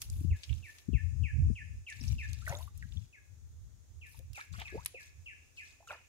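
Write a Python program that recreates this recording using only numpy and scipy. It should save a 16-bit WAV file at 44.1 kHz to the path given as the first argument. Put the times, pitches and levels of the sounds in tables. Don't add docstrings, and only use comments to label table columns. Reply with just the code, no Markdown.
import sys
import numpy as np
from scipy import signal
from scipy.fft import rfft, irfft
from scipy.io import wavfile
from scipy.ndimage import uniform_filter1d

SR = 44100
rng = np.random.default_rng(int(sys.argv[2]) if len(sys.argv) > 2 else 0)


def int16_out(signal):
    q = np.round(np.clip(np.atleast_2d(signal).T, -1, 1) * 32767)
    wavfile.write(sys.argv[1], SR, q.astype(np.int16))


N = 268128
TIME_S = np.arange(N) / SR
BINS_HZ = np.fft.rfftfreq(N, 1 / SR)

# start in seconds, length in seconds, crackle in dB, fizz in dB.
SPRAY_EVENTS = [(0, 0.045, -59.5, -56.5), (0.108, 0.13, -68, -62.5), (0.354, 0.23, -64.5, -71),
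                (.64, .17, -68, -69.5), (1.878, 0.16, -62.5, -70), (2.027, 0.1, -57, -63),
                (2.18, 0.34, -62, -72.5), (2.45, .19, -64, -61.5), (2.743, 0.3, -70.5, -80),
                (4.056, 0.12, -69.5, -64.5), (4.344, 0.071, -59, -64.5), (4.52, 0.093, -59.5, -68),
                (4.648, 0.26, -66.5, -74.5), (4.993, 0.069, -62, -68.5), (5.557, .17, -65, -77),
                (5.867, 0.056, -61, -69)]
# frequency in Hz, level in dB.
CRACKLE_SPECTRUM = [(1200, -7.5), (2500, -9), (3600, -8.5), (6200, -3.5), (8000, -3.5), (12000, -18)]
FIZZ_SPECTRUM = [(4000, -43), (7500, -14.5), (10500, -0.5), (13000, -3.5), (16000, -10.5)]
# time in seconds, level in dB, pan in dB.
GUST_CURVE = [(0.0, -51, 11), (0.18, -34.5, -6), (0.25, -40, 15), (0.32, -29, 1), (0.44, -76, 19),
              (0.51, -29.5, -34), (0.78, -80, 17), (0.95, -23.5, 37), (0.98, -38.5, 34), (1.15, -37, 9.5),
              (1.24, -26, 28.5), (1.29, -53.5, 32.5), (1.34, -32.5, -25.5), (1.4, -27.5, -20),
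              (1.52, -26, 26.5), (1.57, -56, -10), (1.62, -45, 17.5), (1.79, -41, -2.5), (1.88, -73, 3),
              (2.08, -28, 22), (2.12, -29.5, 11.5), (2.22, -40, 0), (2.49, -43, 35), (2.68, -49.5, 37),
              (2.71, -52.5, 2), (2.98, -36.5, 30), (3.15, -79, 13), (3.32, -57, 22), (3.62, -54, -11),
              (3.66, -45.5, 22), (3.88, -68, 3), (3.91, -53, -23), (4.15, -60.5, 31), (4.32, -50, -25),
              (4.44, -83, 9), (4.52, -40.5, 31), (5.01, -70, 1.5), (5.2, -56, -15), (5.28, -65.5, 23),
              (6.08, -85, 11)]
# frequency in Hz, level in dB.
RUMBLE_SPECTRUM = [(20, -61), (40, -10.5), (60, -4), (80, 5.5), (100, -3), (130, -12.5), (180, -29),
                   (260, -35.5), (450, -63.5), (4000, -125)]
FLUTTER_SPECTRUM = [(60, -34), (150, 2), (230, 0.5), (330, -7), (600, -27), (4000, -81)]
# start in seconds, level in dB, pitch in Hz, fade in seconds, pan in dB.
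BUFFET_EVENTS = [(0.207, -36, 166, 0.015, 19), (0.242, -29, 138, 0.018, 20), (.882, -26, 152, 0.026, 33),
                 (0.929, -28.5, 196, 0.016, 35.5), (1.358, -43.5, 175.5, 0.039, -2),
                 (1.497, -27, 167, 0.018, 41), (2.007, -44, 170, 0.11, 27), (2.096, -32, 85, 0.046, 33),
                 (2.489, -31, 79, 0.056, 38), (2.846, -44, 109, 0.032, 38), (2.949, -38.5, 97, 0.08, 30),
                 (4.17, -42, 80, 0.038, 17), (4.294, -41.5, 83, 0.056, -32), (4.51, -39, 86, 0.069, 25),
                 (4.575, -43.5, 113, 0.031, 22), (4.764, -42, 87, .05, 22), (5.151, -53.5, 79, 0.18, -17)]
# frequency in Hz, level in dB.
HISS_SPECTRUM = [(88, -5), (150, -20), (411, -19), (540, -24.5), (631, -24), (695, -26.5), (1040, -28),
                 (1130, -27.5), (1830, -28.5), (3100, -32), (3350, -28), (4560, -31), (6730, -20),
                 (9360, -33), (15500, -35.5)]
# time in seconds, level in dB.
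HISS_CURVE = [(0.0, -69), (0.93, -71.5), (1.96, -74.5), (6.08, -72.5)]
# start in seconds, level in dB, centre pitch in Hz,
# spread in octaves, fade in seconds.
CLICK_EVENTS = [(0.0177, -34, 5630, .93, .022), (.1, -40, 6800, 0.37, 0.0091),
                (.434, -42.5, 3620, 0.46, 0.037), (.493, -48, 2750, 0.16, 0.048),
                (0.528, -46.5, 2900, 0.18, 0.02), (0.784, -51.5, 3630, 0.73, 0.023),
                (1.9, -47.5, 7000, 0.24, 0.025), (1.925, -48, 3170, 0.53, 0.016),
                (2.01, -44.5, 5300, 0.068, .022), (2.037, -47.5, 5300, 0.086, .01),
                (2.079, -43, 5400, 0.12, 0.02), (2.332, -39.5, 5170, 0.52, .006),
                (2.48, -43, 8050, .54, 0.03), (2.494, -41.5, 6460, 0.091, 0.019),
                (2.57, -46.5, 6660, 0.03, 0.019), (2.587, -45, 7940, .83, 0.0041),
                (2.776, -48.5, 10000, 0.37, 0.011), (2.826, -57, 2310, 1.1, 0.0044),
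                (2.923, -48.5, 3260, 0.18, 0.0045), (4.191, -49, 8000, 1.3, 0.0078),
                (4.332, -49, 5840, 0.74, 0.012), (4.357, -52, 6950, 0.77, .0065),
                (4.599, -44, 4460, 1, 0.0049), (4.618, -40.5, 2580, 0.22, 0.013),
                (4.68, -47, 2900, 0.31, 0.013), (4.849, -42, 8660, 0.27, .007),
                (4.859, -36.5, 2450, .6, 0.019), (4.861, -34.5, 8400, 0.49, 0.0096),
                (4.86, -22, 10500, 0.12, 0.0035)]
# fraction of the note, pitch in Hz before transposing, level in dB.
WHISTLE_CONTOUR = [(0, 3500, 9.5), (.05, 2805, 0), (.14, 2645, 1.5), (.27, 2408, 2.5), (.42, 2133, 2.5),
                   (.55, 1850, -3), (0.68, 1755, -2.5), (0.85, 1737, 3.5), (1, 1755, -6)]
# start in seconds, length in seconds, level in dB, gain of the low ending in dB,
# last pitch in Hz.
WHISTLE_EVENTS = [(0.301, 0.072, -55, -1, 1732), (.622, .089, -55.5, 5.5, 1790),
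                  (.929, 0.091, -51, 1.5, 1758), (1.232, 0.087, -47, -1, 1749),
                  (1.552, .084, -48.5, -0.5, 1769), (1.864, 0.075, -46.5, 0, 1744),
                  (2.181, 0.085, -45.5, 0.5, 1742), (3.124, 0.072, -56.5, -3, 1705),
                  (4.011, 0.083, -54.5, -2.5, 1750), (4.343, .093, -49.5, -5.5, 1702),
                  (4.646, .095, -47.5, -5.5, 1688), (4.941, 0.1, -48, -5, 1720),
                  (5.258, 0.087, -47, -6.5, 1745), (5.571, 0.077, -46, -5.5, 1757),
                  (5.883, 0.076, -49, -7, 1755)]
# time in seconds, left-right phase in radians.
BIRD_PHASE_CURVE = [(.6, 0.74), (2.2, 1.27), (3.1, 4.53), (5.25, 4.13), (5.9, 0.56)]
# frequency in Hz, time to lose 60 dB in seconds.
TREE_DECAY = [(200, 0.059), (1200, 0.36), (2500, 0.63), (5000, 0.62), (12000, 0.2)]
# frequency in Hz, level in dB.
INSECT_SPECTRUM = [(3500, -48.5), (4600, -11.5), (4950, -0.5), (5400, -4.5), (6800, -0.5), (9800, -8.5),
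                   (10800, -27), (16000, -39.5)]
# time in seconds, level in dB.
INSECT_CURVE = [(.7, -92), (1.0, -73), (1.55, -70), (1.9, -76), (3, -84), (4.2, -107), (5.3, -75),
                (6.08, -88)]
# start in seconds, level in dB, first pitch in Hz, rise in octaves,
# fade in cycles.
GULP_EVENTS = [(2.415, -53, 1310, 0.49, 58), (2.466, -41.5, 1954, -0.5, 100), (2.477, -30, 1510, 0, 28),
               (2.47, -52.5, 613, 0.26, 56), (2.494, -38, 645, 0.65, 20), (2.519, -43.5, 556, .45, 72),
               (2.523, -38.5, 920, .1, 39), (2.524, -39.5, 1970, 0.07, 22), (2.575, -56, 650, 1.18, 18),
               (2.604, -47.5, 990, .15, 27), (2.675, -50, 1150, 0.11, 26), (2.825, -40, 2024, -0.52, 17.4),
               (2.831, -46.5, 1660, 0, 45), (2.97, -43.5, 3350, 0.12, 26), (2.551, -34, 3600, .1, 9.5),
               (2.627, -41, 3770, -0.1, 28), (4.144, -60.5, 915, 0.09, 29), (4.193, -57.5, 515, 0.12, 24),
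               (4.374, -43, 738, 0.41, 7.7), (4.387, -42.5, 1150, .6, 22), (4.409, -35.5, 1670, -0.052, 15),
               (4.411, -43, 2250, .07, 32), (4.721, -47, 364, -0.095, 24), (4.738, -33, 396.4, 0.81, 12.1),
               (4.769, -45, 820, 1.11, 43), (4.938, -49, 492, 0.29, 24), (5.799, -58.5, 642, 0.32, 28),
               (5.825, -62.5, 845, -0.38, 68), (5.872, -52, 1360, 0.18, 90), (5.9, -46.5, 577, 0.33, 31),
               (5.906, -36, 1417, -0.11, 30), (5.926, -47, 930, -0.16, 26)]
# time in seconds, lead of the left side in seconds.
WATER_LEAD_CURVE = [(2.9, -.00015), (4.2, .00027), (5, .0003), (5.85, .00012)]
# start in seconds, level in dB, swell in seconds, fade in seconds,
# centre pitch in Hz, spread in octaves.
SPLASH_EVENTS = [(2.465, -48, 0.052, 0.11, 1414, .6), (4.365, -49.5, 0.025, 0.087, 1770, 0.53),
                 (4.529, -52.5, 0.019, 0.092, 1870, 0.53), (4.575, -50, 0.024, 0.069, 1900, 0.76),
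                 (4.579, -48.5, .03, 0.052, 3200, 0.24), (4.614, -43, .004, 0.038, 2130, 0.82),
                 (4.638, -63, 0.052, 0.26, 1600, 0.53), (5.886, -48.5, 0.026, 0.11, 1556, 0.94)]


def gain_of(db):
    return 10 ** (np.asarray(db) / 20)


def unit_rms(x):
    return x / np.sqrt(np.mean(np.abs(x) ** 2) + 1e-20)


def at_time(curve, time_s):
    return np.interp(time_s, *np.transpose(curve))


def at_hz(table, hz):
    table_hz, value = np.transpose(table)
    return np.interp(np.log(hz + 1), np.log(table_hz + 1), value)


def noise(samples=N):
    return rng.standard_normal((2, samples))


def smooth(x, *widths):
    for width in widths:
        x = uniform_filter1d(x, size=width)
    return x


def jitter(samples, width):
    return unit_rms(smooth(noise(SR), width, width))[:, :samples]


def coloured(x, spectrum):
    return unit_rms(irfft(rfft(x) * gain_of(at_hz(spectrum, BINS_HZ)), N))


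def add(mix, start_s, sound):
    part = mix[:, max(round(start_s * SR), 0):][:, :sound.shape[1]]
    part += sound[:, :part.shape[1]]


def sides(pan_db):
    pair = gain_of(np.array([[.5], [-.5]]) * pan_db)
    return pair / np.sqrt(np.mean(pair ** 2, axis=0))


def placed(wave, pan_db, phase_rad):
    return (sides(pan_db) * np.exp(np.array([[.5j], [-.5j]]) * phase_rad) * wave).real


def swell_and_fade(swell_s, fade_s):
    t = np.arange(int((swell_s + 2 * fade_s) * SR) + 8) / SR
    rise = np.sin(np.pi / 2 * np.minimum(t / swell_s, 1)) ** 2
    return t, rise * gain_of(-30 * np.maximum(t - swell_s, 0) / fade_s)


def shaped(x, envelope):
    return unit_rms(x * envelope) * np.sqrt(np.mean(envelope ** 2))


def burst(hz, spread_oct, swell_s, fade_s, samples=2 ** 14):
    envelope = swell_and_fade(swell_s, fade_s)[1][:samples]
    offset = np.log2((np.fft.rfftfreq(samples, 1 / SR) + 1) / hz) / spread_oct
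    band = irfft(rfft(noise(samples)) * np.exp(-offset ** 2 / 4))
    return shaped(band[:, :len(envelope)], envelope)


def bubble(first_hz, faded_hz, swell_s, fade_s):
    t, envelope = swell_and_fade(swell_s, fade_s)
    bend = np.minimum(t / (swell_s + fade_s), 1.2) ** 1.465
    hz = first_hz * (faded_hz / first_hz) ** bend
    return envelope * np.exp(2j * np.pi * np.cumsum(hz) / SR)


def droplets(low_hz, high_hz, fade_cycles, rate_per_s=1100, spread_db=2.7, pitches=24):
    out = np.zeros((2, N))
    for hz in np.geomspace(low_hz, high_hz, pitches):
        waits, sizes = rng.exponential(1, (2, 1024))
        wave = bubble(hz, 1.02 * hz, .5 / hz, fade_cycles / hz)
        ring = placed(wave, rng.normal(0, 5.4), rng.uniform(-np.pi, np.pi))
        starts_s = np.cumsum(waits) * pitches / rate_per_s
        gains = gain_of(spread_db * np.minimum(sizes, 3.5))
        for start_s, gain in zip(starts_s[starts_s < N / SR], gains):
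            add(out, start_s, gain * ring)
    return unit_rms(out)


def spray(attack_s=0.0094, fade_s=0.1, clump_db=1.5, mist_gain=.65):
    levels = np.zeros((2, N))
    for start_s, length_s, crackle_db, fizz_db in SPRAY_EVENTS:
        t = np.arange(0, length_s + 2 * fade_s, 1 / SR)
        envelope = np.minimum(t / attack_s, 1) * gain_of(-30 * np.maximum(t - length_s, 0) / fade_s)
        add(levels, start_s, gain_of([[crackle_db], [fizz_db]]) * envelope)
    clumps = unit_rms(smooth(rng.standard_normal(N), 700))
    crackle_gain, fizz_gain = levels * gain_of(clump_db * clumps)
    crackle = coloured(droplets(2400, 7930, fade_cycles=20) + mist_gain * noise(), CRACKLE_SPECTRUM)
    fizz = coloured(droplets(5600, 15200, fade_cycles=17) + mist_gain * noise(), FIZZ_SPECTRUM)
    return gain_of(1) * sides(pan_db=2) * crackle_gain * crackle + gain_of(-1) * fizz_gain * fizz


def wind(level_db=2, puff_db=3, calm_db=-68, steadiness=0.35, flutter_db=-56, strong_gust_db=-24.5):
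    times_s, gust_db, gust_pan_db = np.transpose(GUST_CURVE)
    puffs = np.minimum(unit_rms(smooth(noise(), 2400, 1500)), 1)
    push = gain_of(level_db + np.interp(TIME_S, times_s, gust_db) + puff_db * puffs)
    push *= sides(np.interp(TIME_S, times_s, gust_pan_db))
    eddies = coloured(noise(), RUMBLE_SPECTRUM)
    power = smooth(eddies ** 2, 900, 600) + 1e-6
    rumble = unit_rms(eddies / power ** (steadiness / 2))
    out = rumble * np.hypot(push, gain_of(calm_db))
    flutter_gain = gain_of(flutter_db) * (push / gain_of(strong_gust_db)) ** 0.89
    out += flutter_gain * coloured(noise(), FLUTTER_SPECTRUM)
    for start_s, db, hz, fade_s, pan_db in BUFFET_EVENTS:
        thump = burst(hz, spread_oct=0.4, swell_s=1.32 / hz, fade_s=fade_s)
        add(out, start_s, gain_of(db) * sides(pan_db) * thump)
    return out


def forest(level_db=6, flicker_db=0.45):
    flicker = unit_rms(smooth(noise(), 3000))
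    hiss_db = level_db + at_time(HISS_CURVE, TIME_S) - flicker_db * flicker
    return gain_of(hiss_db) * coloured(noise(), HISS_SPECTRUM)


def clicks(swell_s=0.00015, pan_db=0.5):
    out = np.zeros((2, N))
    for start_s, db, hz, spread_oct, fade_s in CLICK_EVENTS:
        add(out, start_s, gain_of(db) * sides(pan_db) * burst(hz, spread_oct, swell_s, fade_s))
    return out


def tree_echo(x, taps_per_s=3000, onset_s=0.0098, early_db=5, early_s=0.024):
    taps = noise(SR) * (rng.random((2, SR)) < taps_per_s / SR)
    hz, t, spectra = signal.stft(taps, SR, nperseg=256)
    decay_db = -60 * t / at_hz(TREE_DECAY, hz)[:, None] + early_db * np.exp(-t / early_s)
    tail = signal.istft(spectra * gain_of(decay_db) * np.minimum(t / onset_s, 1), SR, nperseg=256)[1]
    tail_hz = np.fft.rfftfreq(tail.shape[1], 1 / SR)
    midband = abs(rfft(tail))[:, (tail_hz > 1700) & (tail_hz < 3000)]
    return signal.fftconvolve(x, tail / np.sqrt(np.mean(midband ** 2)), axes=1)[:, :N]


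def bird(waver_share=0.011, flutter_db=2.0, overtone_db=-40, direct_db=-1.2, echo_db=-.7):
    direct, scattered = np.zeros((2, N)), np.zeros((2, N))
    fractions, contour_hz, contour_db = np.transpose(WHISTLE_CONTOUR)
    for start_s, length_s, db, ending_db, last_hz in WHISTLE_EVENTS:
        progress = np.linspace(0, 1, int(length_s * SR))
        waver, flutter = jitter(len(progress), width=140)
        slide_hz = smooth(np.interp(progress, fractions, contour_hz), 250)
        hz = slide_hz * last_hz / contour_hz[-1] * (1 + waver_share * waver)
        note_db = db + np.interp(progress, fractions, contour_db) + flutter_db * flutter
        note_db += ending_db * np.clip(2 * progress - .3, 0, 1)
        envelope = gain_of(note_db) * signal.windows.tukey(len(progress), .18)
        tone = np.exp(2j * np.pi * np.cumsum(hz) / SR)
        wave = envelope * (tone + gain_of(overtone_db) * tone ** 2)
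        add(direct, start_s, placed(wave, pan_db=1.6, phase_rad=at_time(BIRD_PHASE_CURVE, start_s)))
        add(scattered, start_s, placed(wave * (hz / 2500) ** 1.4, 0, 0))
    return gain_of(direct_db) * direct + gain_of(echo_db) * tree_echo(scattered)


def insects():
    return coloured(noise(), INSECT_SPECTRUM) * gain_of(at_time(INSECT_CURVE, TIME_S))


def water_phase_rad(time_s, hz):
    return 2 * np.pi * hz * at_time(WATER_LEAD_CURVE, time_s)


def gulps(swell_cycles=2.38, swell_s_per_oct=.013, roughness=.38, pan_db=-1.5):
    out = np.zeros((2, N))
    for start_s, db, hz, rise_oct, fade_cycles in GULP_EVENTS:
        swell_s = swell_cycles / hz + swell_s_per_oct * max(rise_oct, 0)
        ring = bubble(hz, hz * 2 ** rise_oct, swell_s, fade_cycles / hz)
        shake, bend_rad = roughness * jitter(len(ring), width=90)
        churned = ring * (1 + shake) * np.exp(1j * bend_rad)
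        add(out, start_s, gain_of(db) * placed(churned, pan_db, water_phase_rad(start_s, hz)))
    return out


def splashes(count=110, fade_cycles=20, scatter_db=1.5, scatter_rad=0.45):
    out = np.zeros((2, N))
    for start_s, db, swell_s, fade_s, centre_hz, spread_oct in SPLASH_EVENTS:
        t, envelope = swell_and_fade(swell_s, fade_s)
        swarm = np.zeros((2, len(t)))
        draws = np.clip(rng.standard_normal((count, 4)), -2, 2)
        for k, (pitch, size, turn, pan) in enumerate(draws):
            hz = centre_hz * 2 ** (spread_oct * pitch)
            ring = gain_of(scatter_db * size) * bubble(hz, 1.176 * hz, .5 / hz, fade_cycles / hz)
            delay_s = (k + rng.random()) / count * t[-1]
            phase_rad = water_phase_rad(start_s, hz) + scatter_rad * turn
            add(swarm, delay_s, placed(ring, 2 * pan, phase_rad))
        add(out, start_s, gain_of(db) * shaped(swarm, envelope))
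    return out


def scene(water_echo_db=-15):
    water = gulps() + splashes() + clicks() + spray()
    return water + gain_of(water_echo_db) * tree_echo(water) + bird() + wind() + forest() + insects()


def record(dry):
    dip_hz, dip_q, dip_share = 7580, 18, 0.54
    low_cut_hz, high_cut_hz = 38, 15800
    dipped = dry - dip_share * signal.lfilter(*signal.iirpeak(dip_hz, dip_q, fs=SR), dry)
    thinned = signal.sosfilt(signal.butter(3, low_cut_hz, "high", fs=SR, output="sos"), dipped)
    lowpass = signal.firwin(511, high_cut_hz, window=("kaiser", 9), fs=SR)
    return signal.oaconvolve(thinned, lowpass[None], "same")


dry = scene()
out = record(dry)
int16_out(out)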